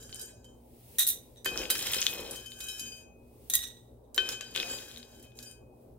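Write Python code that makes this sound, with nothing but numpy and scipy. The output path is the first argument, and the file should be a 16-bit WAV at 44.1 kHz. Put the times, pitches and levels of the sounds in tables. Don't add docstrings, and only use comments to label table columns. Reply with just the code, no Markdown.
import sys
import numpy as np
from scipy import signal
from scipy.io import wavfile
from scipy.ndimage import uniform_filter1d

SR = 44100
rng = np.random.default_rng(int(sys.argv[2]) if len(sys.argv) > 2 else 0)


def materialize(psi):
    bounded = np.clip(np.atleast_2d(psi).T, -1, 1)
    quanta = np.round(bounded * 32767).astype(np.int16)
    wavfile.write(sys.argv[1], SR, quanta)


def voltage_ratio(decibels):
    exponent = np.asarray(decibels, float) / 20
    return 10 ** exponent


N = 263718

# frequency in Hz, density in dB per Hz.
RUMBLE_SPECTRUM = [(12, -53), (20, -41.5), (53, -2), (92, -9), (125, -3), (146, -23.5), (240, -9.5),
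                   (333, -11), (389, -6.5), (629, -12), (707, -18), (793, -16.5), (2000, -49),
                   (2600, -78.5), (4400, -120)]
# frequency in Hz, left-right likeness from 0 to 1.
RUMBLE_LIKENESS = [(60, 0.79), (240, .93), (950, 0), (3770, 0)]
HUM_LEVELS = [-66, -66, -76, -68]
# frequency in Hz, density in dB per Hz.
HISS_SPECTRUM = [(710, -24.5), (1200, -21), (1990, -7), (2370, -5.5), (7250, -7.5), (8300, -2.5),
                 (15100, -1.5), (16000, 4), (16500, -30.5)]
# start in seconds, end in seconds.
PAUSES = [
    (0.468, .97),
    (3.13, 3.497),
    (5.7, 5.83),
]
# frequency in Hz, t60 in seconds.
ROOM_DECAY = [(300, 0.28), (2000, 0.16), (8000, 0.22), (16000, 0.16)]

# start in seconds, ring in dB, clatter in dB, ring fall in dB/s, clatter fall in dB/s.
SHAKES = [
    (.985, -27, -25, 79.5, 270),
    (1.072, -31, -19.5, 189.5, 332),
    (1.362, -81, -86, 14.5, 11),
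    (3.498, -37.5, -37.5, 2, 64),
    (3.626, -40, -49.5, 129, 199.5),
    (4.031, -70.5, -90.5, 258.5, 20.5),
]
# time in seconds, ring in dB, clatter in dB, t60 in seconds.
JOLTS = [(0.9845, -22, -13.5, 0.076), (0.993, -19, -9.5, 0.052), (1.008, -24.5, -15.5, 0.098),
         (1.0225, -26.5, -15, 0.055), (1.0676, -36, -13, 0.048), (1.0738, -41, -17, 0.06),
         (1.088, -52, -14.5, .08), (1.108, -38, -22.5, 0.077), (1.3596, -48.5, -68, 0.013),
         (1.3693, -50.5, -77, 0.21), (3.4992, -27.5, -16, 0.038), (3.5362, -23, -15.5, 0.12),
         (3.5532, -21.5, -8.5, 0.033), (3.628, -26, -28, 0.022), (3.638, -29, -28, 0.041),
         (3.6753, -39, -34, 0.043), (1.7025, -61, -16, .07), (1.7062, -60, -12, 0.064)]
# frequency in Hz, density in dB per Hz.
CLATTER_SPECTRUM = [(710, -70.5), (1200, -61), (1880, -26.5), (2850, -24.5), (3800, -6.5), (4780, -14.5),
                    (10100, -1), (11200, 0), (15300, -1), (16500, -26)]
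PART_HZ = [1790, 1919, 3600, 3720, 3814, 3876, 3920, 5000, 5888, 6044, 6593, 7516, 8463, 9572, 10808, 11309,
           11641, 12680, 13894, 14741, 15418]
PART_DB = [-23.5, -4, -19, -13.5, 6.5, -1, -6, -12.5, -4.5, -2, -3.5, -3.5, 4, -15.5, -26.5, -11.5, -12.5,
           -16.5, -20.5, -7, -10.5]

# time in seconds, pitch in Hz, level in dB, t60 in seconds.
PINGS = [(0.094, 110, -37.5, 0.046), (.195, 7210, -41, 0.33), (.213, 8172, -43, 0.22),
         (.444, 7100, -58, 0.18), (.444, 3100, -58.5, 0.33), (.993, 3531, -38, .15), (.99, 8904, -37, .15),
         (1.022, 3815, -29.5, 0.11), (1.075, 11154, -32.5, 0.17), (1.088, 11639, -33, 0.17),
         (1.095, 6040, -41.5, 0.28), (1.5052, 12000, -35, 0.0071), (1.6925, 2900, -37, .02),
         (2.005, 6998, -39, .25), (2.136, 14000, -30, 0.016), (2.31, 9790, -38, 0.17),
         (2.604, 6406, -50, .3), (2.686, 5340, -44.5, 0.57), (2.795, 6406, -42, 0.57),
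         (2.794, 6966, -48, 0.34), (2.795, 7795, -49, .3), (3.499, 6700, -40.5, .08),
         (3.536, 1927, -35, 0.18), (3.537, 6643, -28, .12), (3.54, 6761, -36.5, .12),
         (3.537, 7526, -39, .12), (3.553, 11886, -35.5, .1), (3.553, 4996, -43, 0.24),
         (3.6, 1927, -48, 0.44), (4.181, 1712, -36.5, 0.091), (4.409, 2713, -38, .04),
         (4.455, 4748, -53, .4), (4.7, 7267, -32, .3), (4.7, 7074, -41, 0.26), (4.7, 4770, -44, 0.4),
         (5.43, 5814, -56, .3), (5.46, 9076, -49, .2)]

IRON_HZ = [385, 472, 1533, 1655, 1710, 2512, 3165, 3101, 3903, 4729, 4765, 5160, 5340, 5813, 6365, 6405,
           6967, 7210, 7792, 8175, 8993, 9352, 9800, 10691, 11005, 11341, 11734, 12503, 12995, 13321]
# level in dB, t60 in seconds.
IRON_MODES = [(-18, 0.24), (-15.5, 0.099), (-11.5, 0.33), (-11.5, 0.18), (-11, 0.091), (-29.5, 0.5),
              (-6.5, 0.16), (-10.5, 0.29), (-10, 0.08), (-6.5, 0.084), (-13, 0.25), (-14.5, 0.17),
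              (-12, 0.098), (-13, 0.23), (-19, 0.14), (-11, 0.13), (-8, 0.17), (-3.5, 0.073), (-14, 0.16),
              (-15.5, 0.34), (-10, 0.13), (-20.5, 0.15), (-11.5, 0.2), (-20, 0.082), (-22.5, 0.05),
              (-9, 0.063), (-19.5, 0.18), (-18, 0.12), (-20.5, 0.11), (-17, 0.18)]
FLOOR_HZ = 3010, 3175
# start in seconds, whole pan in dB, direct fizz in dB, floor pair in dB.
LOOSENESS = [
    (0, -1, -6, -6.5),
    (1.4, 1.5, 1, -2),
    (1.69, -9.5, -2.7, 6),
    (2.3, -1, 2.5, 4),
    (4.1, -0.7, -4.5, 1),
    (4.54, 0.7, -1.5, -11),
    (4.69, 1, -1, -12.5),
    (4.9, -2, -3, -4),
    (5.15, -2.9, -0.5, -3.5),
]
# time in seconds, rim mode in dB, floor pair in dB, wall mode in dB, lip mode in dB.
LONG_KNOCKS = [(0.1261, -66, -46, -60, -67), (0.1935, -58, -63, -72, -54), (1.4588, -32, -36, -54, -48),
               (1.5754, -43, -39, -45, -54), (1.702, -38.5, -37, -35, -37),
               (1.7914, -55.5, -48.5, -52, -47), (1.8692, -55, -54.5, -41.5, -52),
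               (1.9335, -36, -41.5, -37, -48), (2.0164, -52.5, -44.5, -50.5, -45),
               (2.064, -34, -46.5, -57, -51.5), (2.3094, -61.5, -73, -65.5, -57),
               (2.3574, -55, -58.5, -63.5, -66), (2.456, -54, -41.5, -74, -62.5),
               (2.5184, -58, -51, -58.5, -62), (2.606, -43, -58, -51, -63),
               (2.6394, -53.5, -50.5, -48.5, -67), (2.685, -44.5, -40, -35, -57.5),
               (2.794, -44, -46.5, -54, -60), (2.8594, -46, -60, -73, -48), (2.919, -52, -46, -76, -45.5),
               (4.1787, -33, -24.5, -35, -47.5), (4.3001, -52, -47, -51.5, -53.5),
               (4.3294, -55, -40.5, -63, -56), (4.4079, -55.5, -43, -59, -57),
               (4.5576, -33, -44.5, -42.5, -50), (4.5984, -46.5, -41.5, -48.5, -58),
               (4.6274, -54.5, -47.5, -54, -49), (4.6994, -65, -43, -57, -42),
               (4.9124, -67, -64.5, -54, -74), (4.9724, -60.5, -62, -48, -67), (5.0294, -65, -72, -61, -62),
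               (5.241, -56.5, -61, -75, -73), (5.3884, -57.5, -78, -71, -66), (5.4274, -61, -68, -71, -63),
               (5.459, -57.5, -56, -70, -48.5)]
# pitch in Hz, column of the knock table, level in dB, t60 in seconds.
LONG_MODES = [(2512, 1, -4.5, .85), (3090, 2, -3, .26), (3058, 2, -8, .2), (3903, 3, -2, .2),
              (4729, 4, -6, .12), (4765, 4, -2, .25)]

# time in seconds, bean motion in dB, blade pressure in dB.
PUSHES = [
    [(1.44, -80, -90), (1.458, -44, -40), (1.5, -51, -41), (1.618, -39.5, -32.5), (1.695, -55, -47)],
    [(1.696, -36, -42), (1.746, -32, -43.5), (1.96, -28.5, -44), (2.06, -32.5, -49), (2.184, -38.5, -38),
     (2.33, -46.5, -41), (2.45, -52.5, -58)],
    [(4.135, -74, -73.5), (4.18, -43, -44), (4.235, -46.5, -44.5), (4.32, -30, -41.5), (4.37, -52.5, -54.5),
     (4.54, -52, -53.5)],
    [(4.541, -46, -63.5), (4.558, -42, -44), (4.72, -39.5, -43.5), (4.87, -49, -53.5), (4.97, -48, -57.5),
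     (5.07, -59, -66.5), (5.11, -54, -70), (5.2, -58, -75), (5.35, -74, -70)],
]
# time in seconds, bean motion in dB.
POURS = [
    [(0, -44.5), (.08, -51), (.212, -41.5), (.42, -67), (.452, -58.5), (.62, -85)],
    [(2.451, -54), (2.58, -46), (2.63, -40.5), (2.82, -44), (3.016, -54), (3.09, -95)],
    [(5.351, -56), (5.4, -47.5), (5.5, -50), (5.75, -104)],
]
# frequency in Hz, density in dB per Hz.
DRAG_SPECTRUM = [(24, -38), (40, -5), (113, -15.5), (200, -8.5), (409, -4.5), (480, -1), (649, -11.5),
                 (1210, -17), (1800, -26), (2340, -43), (3960, -120)]
# frequency in Hz, density in dB per Hz.
FIZZ_SPECTRUM = [(4000, -25), (6500, 0.5), (8000, -1.5), (12000, -4), (15500, -4), (16500, -28)]
# pitch in Hz, t60 in seconds, level in dB.
HOLLOW_MODES = [(1840, 0.0052, -6.5), (2500, 0.0063, -6), (3200, 0.016, -3.5), (3960, 0.0055, 1.5),
                (5340, 0.0074, -2)]
# time in seconds, thud in dB, snap in dB, left-right in dB.
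BLOWS = [(0.158, -45, -34.5, -9), (0.195, -54, -30.5, -3), (1.446, -34, -27, -1), (1.4601, -5, -26, 0),
         (1.7016, 0, -16, -1), (1.7527, -6, -23.5, 2), (1.868, -12.5, -25.5, -10), (1.9436, -7.5, -25.5, 7),
         (4.145, -52, -31.5, -12), (4.1785, -1.5, -51, 1.5), (4.2896, -13.5, -24, -2), (4.561, -12, -48, 4),
         (4.6998, -26, -35, -2), (5.196, -55, -46.5, -3), (5.227, -62.5, -42, -1)]
# time in seconds, thud in dB, snap in dB, left-right in dB.
DROPS = [(0.0269, -71, -44.5, -2), (.093, -37, -48, -5), (0.2126, -74, -35, -9), (0.4432, -58, -53, -8),
         (2.3097, -65, -34.5, 6), (2.358, -59, -36, 4), (2.46, -41, -42.5, 5), (2.604, -36, -32.5, 2),
         (2.6845, -65.5, -32.5, 4), (2.7948, -66, -28.5, 1), (4.4093, -28, -43, -1),
         (5.3882, -46, -47.5, 17), (5.427, -70, -38.5, -1)]
# time in seconds, level in dB, left-right in dB.
CLACKS = [(0.9562, -59, 16), (1.8722, -26.5, -6.5), (1.9363, -22, 4), (2.022, -24, 7), (2.028, -26, 0.5),
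          (2.0672, -12, 4), (4.409, -35, 5.5), (4.5509, -30, 11), (4.555, -28, 1), (4.562, -22.5, 6),
          (4.574, -25, 0), (4.5772, -25, 9), (4.586, -33.5, 0), (4.601, -21, 2.5), (4.787, -40, 16.5)]
# time
# in seconds, level in dB, pitch in Hz, left-right in dB.
TICKS = [(0.128, -36, 4420, -3), (0.146, -34.5, 8800, 13), (0.2592, -40, 12600, 3),
         (1.4577, -25.5, 12200, -17), (1.559, -34.5, 1450, 2), (1.576, -20.5, 5560, -4),
         (1.5917, -29, 5700, 5), (1.618, -36, 5500, 3), (1.6168, -32.5, 2600, 1),
         (1.6355, -32.5, 2500, 3.5), (1.655, -31.5, 2860, 3), (1.8122, -31, 3400, -5),
         (1.858, -35, 11900, 0.5), (1.7928, -26.5, 9400, -11), (1.918, -30, 13900, -18),
         (1.9345, -25, 8400, -15), (1.948, -24.5, 8900, -1.5), (2.0174, -22, 6240, 15),
         (2.0275, -24, 6000, -7), (2.067, -22.5, 6350, 10.5), (2.5199, -38.5, 3800, 5),
         (2.59, -47, 8200, 0), (2.666, -40, 9200, 0), (2.72, -39, 9000, 0), (2.6067, -37, 3750, -4),
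         (.9935, -20, 11600, -6), (1.0755, -16, 11450, 3), (3.538, -19, 6940, 12), (3.553, -14, 11900, -8),
         (1.4602, -24, 1570, 4), (4.1809, -25, 1600, 4.5), (4.1795, -25, 3800, 3.5),
         (2.1304, -32.5, 3100, 4.5), (2.16, -44, 1970, 3), (4.163, -30.5, 12760, -7.5),
         (4.2903, -24, 5400, -6), (4.411, -39, 6700, 25), (4.562, -37.5, 7400, 28), (4.628, -29, 5360, 8.5),
         (4.631, -27, 2540, 2), (4.915, -43.5, 3570, 9), (4.9624, -40.5, 3780, 12), (4.974, -39.5, 3810, 6),
         (5.03, -43.5, 3860, 14), (2.007, -26, 11500, 0), (5.32, -58, 3500, 7), (5.39, -38, 4300, 3),
         (5.3895, -38, 6250, -4), (5.5135, -43.5, 9150, 15)]


def evened(x):
    return x / np.sqrt(np.mean(x ** 2) + 1e-20)


def read(points, hz):
    f, value = np.transpose(points)
    return np.interp(np.log(hz + 1), np.log(f + 1), value)


def curves(tables):
    t, out = np.arange(N) / SR, np.full((len(tables[0][0]) - 1, N), -120.)
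    for rows in tables:
        s, *columns = np.transpose(rows)
        on = (t >= s[0]) & (t <= s[-1])
        out[:, on] = [np.interp(t[on], s, c) for c in columns]
    return out


def coloured(x, points):
    gain_db = np.maximum(read(points, abs(np.fft.fftfreq(8192, 1 / SR))), -90)
    response = np.exp(np.conj(signal.hilbert(np.log(voltage_ratio(gain_db)))))
    taps = np.fft.ifft(response).real[:4096]
    return signal.oaconvolve(x, (taps / np.linalg.norm(taps))[None], axes=1)[:, :N]


def band(x, lo_hz, hi_hz):
    return signal.sosfilt(signal.butter(2, [lo_hz, hi_hz], "band", fs=SR, output="sos"), x)


def grains(per_s, spread_db):
    draw, size, sign = rng.random(N), rng.exponential(1, N), rng.standard_normal(N)
    return evened((draw < per_s / SR) * sign * voltage_ratio(spread_db * np.minimum(size, 4)))


def wander(count):
    return evened(uniform_filter1d(uniform_filter1d(rng.standard_normal(N), count), count))


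def placed(x, pan_db, lag=3):
    return np.array([x * voltage_ratio(pan_db / 2), np.roll(x, lag) * voltage_ratio(-pan_db / 2)])


def ringing(drive, pitches, modes, spot_db, turn):
    db, t60 = np.transpose(modes)
    t = np.arange(9000) / SR
    swing = np.exp(np.outer(2j * np.pi * np.array(pitches) - np.log(1000) / t60, t))
    swing *= np.cos(np.pi / 2 * (t / t[-1]) ** 2)
    out = 0
    for spot in drive:
        size = voltage_ratio(db + spot_db * rng.standard_normal(len(db)))
        lead = np.exp(1j * turn * rng.standard_normal(len(db)))
        ring = (np.array([size, size * lead]) @ swing).imag
        out = out + signal.fftconvolve(spot, ring / 30, axes=1)[:, :N]
    return out


def bursts(rows, count, tail=1):
    low, high = np.zeros((2, count, 2, N))
    t = np.arange(4000) / SR
    for k, (s, low_db, high_db, t60, pan_db) in enumerate(rows):
        a, b = tail * rng.standard_normal((2, 2, len(t))) * voltage_ratio(-60 * t / max(t60, .003))
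        a[1] = .9 * a[0] + .44 * a[1]
        b[1] = .7 * b[0] + .7 * b[1]
        a[:, 0] += 3.
        b[:, 0] += 3.
        at, side = round(s * SR), voltage_ratio([[pan_db / 2], [-pan_db / 2]])
        low[k % count, :, at:at + len(t)] += voltage_ratio(low_db) * side * a
        high[k % count, :, at:at + len(t)] += voltage_ratio(high_db) * side * b
    return low, high


def rumble():
    frames, hz = N // 512 + 5, np.fft.rfftfreq(2048, 1 / SR)
    a, b, c, d, patches = rng.standard_normal((frames, 1025, 5)).T
    patches = evened(uniform_filter1d(uniform_filter1d(patches, 10, 0), 6, 1))
    same = np.clip(read(RUMBLE_LIKENESS, hz), -1, 1)[:, None]
    left = a + 1j * b
    right = same * left + np.sqrt(1 - same ** 2) * (c + 1j * d)
    swell_db = 2.5 * np.outer(200 / (hz + 200), wander(count=3000)[:frames * 500:500])
    z = np.array([left, right]) * voltage_ratio(read(RUMBLE_SPECTRUM, hz)[:, None] + 1.9 * patches + swell_db)
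    noise = signal.istft(z, nperseg=2048, noverlap=1536)[1][:, :N]
    return voltage_ratio(-57.5) * evened(noise) * voltage_ratio([[.6], [-.6]])


def hum():
    t, mains_hz, out = np.arange(N) / SR, 60, 0
    for k, db in enumerate(HUM_LEVELS):
        size = np.sqrt(2) * voltage_ratio(db + 3.4 * wander(count=2500))
        out = out + size * np.sin(2 * np.pi * ((k + 1) * mains_hz * t + rng.random()))
    return out


def hiss_db():
    t = np.arange(N) / SR
    rest_db, creep, sink = -86.5, 46, 33
    ups = [np.minimum(creep * (t - a), creep * (b - a) - sink * (t - b)) for a, b in PAUSES]
    return rest_db + np.maximum(np.max(ups, axis=0), 0)


def kitchen():
    hiss = coloured(rng.standard_normal((2, N)), HISS_SPECTRUM) * voltage_ratio(hiss_db() + 8.5)
    return rumble() + hum() + hiss


def room(x):
    taps = np.zeros((2, SR // 2))
    slots = np.arange(120, SR // 2 - 20, 20)
    at = slots + rng.integers(0, 20, (2, len(slots)))
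    np.put_along_axis(taps, at, rng.choice([-1., 1.], at.shape), 1)
    hz, t, z = signal.stft(taps, SR, nperseg=256)
    tail = signal.istft(z * voltage_ratio(-60 * t / read(ROOM_DECAY, hz)[:, None]), SR, nperseg=256)[1]
    return signal.fftconvolve(x, tail / np.linalg.norm(tail[0]), axes=1)[:, :N]


def shaking():
    t, rows = np.arange(N) / SR, np.array(SHAKES)
    rise_s, longest_s = .008, .4
    row = np.maximum(np.searchsorted(rows[:, 0], t) - 1, 0)
    s, ring_db, clatter_db, ring_fall, clatter_fall = rows[row].T
    age = abs(t - s)
    on = (t > s) & (age < longest_s)
    rise_db = np.where(on, 20 * np.log10(np.clip(age / rise_s, 1e-6, 1)), -120)
    return ring_db - ring_fall * age + rise_db, clatter_db - clatter_fall * age + rise_db


def loose_part():
    rows = np.insert(JOLTS, 4, -2.5, axis=1)
    low, high = bursts(rows, count=2)
    high[:, 1] = np.roll(high[:, 1], 1, axis=1)
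    ring_db, clatter_db = shaking()
    chatter = [placed(grains(1856, 4.7) * voltage_ratio(ring_db - 12.0), -5.2) for _ in low]
    clatter = placed(grains(2500, 1.7), -2.5) + 0.66 * rng.standard_normal((2, N))
    clatter = clatter * voltage_ratio(clatter_db - 6.0 + 2.3 * wander(count=200))
    clatter = coloured(clatter + voltage_ratio(-9.0) * high.sum(0), CLATTER_SPECTRUM)
    detune = 0.009 * rng.standard_normal((3, len(PART_HZ))) * np.arange(3)[:, None]
    hz = np.outer([1, 1, 1], PART_HZ) * (1 + detune)
    db = np.array(PART_DB) + [[-1.5], [-2.5], [-2.5]]
    t60 = .072 * (4000 / hz.ravel()) ** 0.42
    modes = np.transpose([db.ravel(), t60])
    ring = ringing(voltage_ratio(-10.0) * low + chatter, hz.ravel(), modes, 1.0, 2.1)
    return clatter + band(ring, 1450, 19000)


def pings():
    out, t = np.zeros(N), np.arange(16000) / SR
    for s, hz, db, t60 in PINGS:
        throb = 1 + .5 * np.sin(2 * np.pi * 41 * t + hz)
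        size = voltage_ratio(db - 60 * t / t60) * throb * np.minimum(t / .0006, 1)
        part = out[round(s * SR):][:len(t)]
        part += (size * np.sin(2 * np.pi * hz * t))[:len(part)]
    return placed(out, 0.88)


def blade_song():
    start_s, hold_s, hz, width_hz, level_db = 4.585, .14, 705, 45, -56
    t = np.arange(N) / SR - start_s
    tone = evened(band(rng.standard_normal(N), hz - width_hz / 2, hz + width_hz / 2))
    fade = np.clip(np.minimum(t, hold_s - t) / 0.005, 0, 1)
    return placed(tone * voltage_ratio(level_db) * fade, 2.8)


def long_rings():
    rows, t, out = np.transpose(LONG_KNOCKS), np.arange(N) / SR, 0
    for hz, column, db, t60 in LONG_MODES:
        kicks = np.zeros(N)
        kicks[np.round(rows[0] * SR).astype(int)] = voltage_ratio(2 * (rows[column] + db))
        energy = signal.lfilter([1], [1, -voltage_ratio(-120 / (t60 * SR))], kicks)
        drift = wander(count=700)
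        size = uniform_filter1d(np.sqrt(energy), size=90) * voltage_ratio(1.1 * drift)
        out = out + size * np.sin(2 * np.pi * hz * t + 0.64 * drift[::-1])
    return placed(out, 3.5)


def stroke():
    rows = np.array(LOOSENESS)
    return rows[np.maximum(np.searchsorted(rows[:, 0], np.arange(N) / SR) - 1, 0)].T


def loosened(drive):
    s, whole_db, fizz_db, floor_db = stroke()
    x = drive * voltage_ratio(whole_db)
    return x + band(x * (voltage_ratio(floor_db) - 1), *FLOOR_HZ)


def knocks():
    rows = [(s, a, b, 0.056, c, -5.5) for s, a, b, c in BLOWS]
    rows += [(s, a, b, 0.14, c, 4) for s, a, b, c in DROPS]
    return np.array(sorted(rows))


def aftermath(strength_db, fall):
    s = knocks()[:, 0]
    t, kick = np.arange(N) / SR, np.full(N, -200.)
    kick[np.round(s * SR).astype(int)] = strength_db
    return np.maximum.accumulate(kick + fall * t) - fall * t


def stirring():
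    motion, pressure = curves(PUSHES)
    poured = curves(POURS)[0]
    bounce = aftermath(knocks()[:, 2] - 10.5, fall=255)
    jar = aftermath(knocks()[:, 1] - 48, fall=198)
    bare = poured > motion
    motion = np.where(bare, motion, np.maximum(motion, bounce))
    poured = np.where(bare, np.maximum(poured, bounce), poured)
    m, p = motion + 47, pressure + 47
    crunch_db = np.maximum(-50 + 0.83 * m + 0.27 * p, poured - 17)
    ring_db = np.maximum(-48.5 + 0.57 * m + 0.17 * p, poured - 5.5)
    drag_db = np.max([pressure, poured - 18.5, jar], axis=0)
    fizz_db = np.maximum(motion, poured - 3.5)
    free_db = np.where(bare, -1.5, -11)
    return fizz_db, crunch_db, drag_db, ring_db, free_db


def clicks(count):
    out, t = np.zeros((count, 2, N)), np.arange(600) / SR
    pitch = 3350 * (1 + .06 * rng.standard_normal(len(CLACKS)))
    clacks = [(s, db, hz, pan_db) for (s, db, pan_db), hz in zip(CLACKS, pitch)]
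    for k, (s, db, hz, pan_db) in enumerate(clacks + list(TICKS)):
        rough = 1 + 0.14 * rng.standard_normal(len(t))
        t60 = 8.8 / hz + 0.0011
        swing = voltage_ratio(db + 10.0 - 60 * t / t60) * np.sin(2 * np.pi * hz * t) * rough
        at = round((s - .0004) * SR)
        out[k % count, :, at:at + len(t)] += placed(swing * np.minimum(t * hz / 0.57, 1), pan_db)
    return out


def crunch():
    t, out, clumps = np.arange(500) / SR, 0, voltage_ratio(3.2 * wander(count=350))
    for hz, t60, db in HOLLOW_MODES:
        knock = voltage_ratio(db - 60 * t / t60) * np.sin(2 * np.pi * hz * t)
        out = out + signal.oaconvolve(grains(1800, 2.8) * clumps, knock)[:N]
    return evened(out)


def strikes():
    hits = knocks()
    thud, snap = bursts(hits[:, :5] * [1, 0.87, 1, 0.61, 0.97], count=1)
    direct = voltage_ratio(-18.5) * band(thud[0], 1200, 5400) + voltage_ratio(-4.5) * band(snap[0], 5800, 13270)
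    into_iron = hits[:, :5] + hits[:, 5:] * [0, 1, 1, 0, 0]
    thud, snap = bursts(into_iron * [1, 1, 1, .3, 1], count=3, tail=.12)
    force = voltage_ratio(5.5) * band(band(thud, 310, 2700), 280, 4000) + voltage_ratio(7.5) * band(snap, 3200, 16000)
    return direct, force


def pan():
    direct, blows = strikes()
    beans = band(clicks(count=3), 1150, 16500)
    fizz_db, crunch_db, drag_db, ring_db, free_db = stirring()
    rolling = [placed(grains(830, 3.5) * voltage_ratio(ring_db - 6.5), 4.5) for _ in blows]
    fizz = placed(grains(1500, 1.4), 0.34) + 1.02 * np.array([grains(3400, 2.4), grains(3000, 2.8)])
    fizz = coloured(fizz * voltage_ratio(fizz_db - 10.0 + 2.3 * wander(count=300)), FIZZ_SPECTRUM)
    drag = placed(grains(1500, 1.4), 2.0) + 0.24 * rng.standard_normal((2, N))
    drag = coloured(drag, DRAG_SPECTRUM) * voltage_ratio(drag_db - 7.5)
    fizz_spots = np.array([fizz, fizz[::-1], np.roll(fizz, 99, 1)])
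    drive = blows + band(rolling, 300, 6700) + voltage_ratio(-24) * beans + voltage_ratio(free_db) * fizz_spots
    iron = ringing(loosened(drive), IRON_HZ, IRON_MODES, 3.0, 0.93)
    hollow = placed(crunch() * voltage_ratio(crunch_db - 3.5), 2.4)
    airborne = direct + beans.sum(0) + fizz * voltage_ratio(stroke()[2]) + hollow + drag
    return airborne + iron + long_rings() + blade_song()


def scene():
    near = pan() + loose_part() + pings()
    return near + voltage_ratio(-8.5) * room(near) + kitchen()


def band_limit(x):
    return signal.sosfilt(signal.butter(12, 17000, fs=SR, output="sos"), x)


def record(dry):
    edge = signal.firwin(255, 15900, window=("kaiser", 4), fs=SR)
    mix = signal.oaconvolve(dry, edge[None], "same")
    return band_limit(mix)


dry = scene()
out = record(dry)
materialize(out)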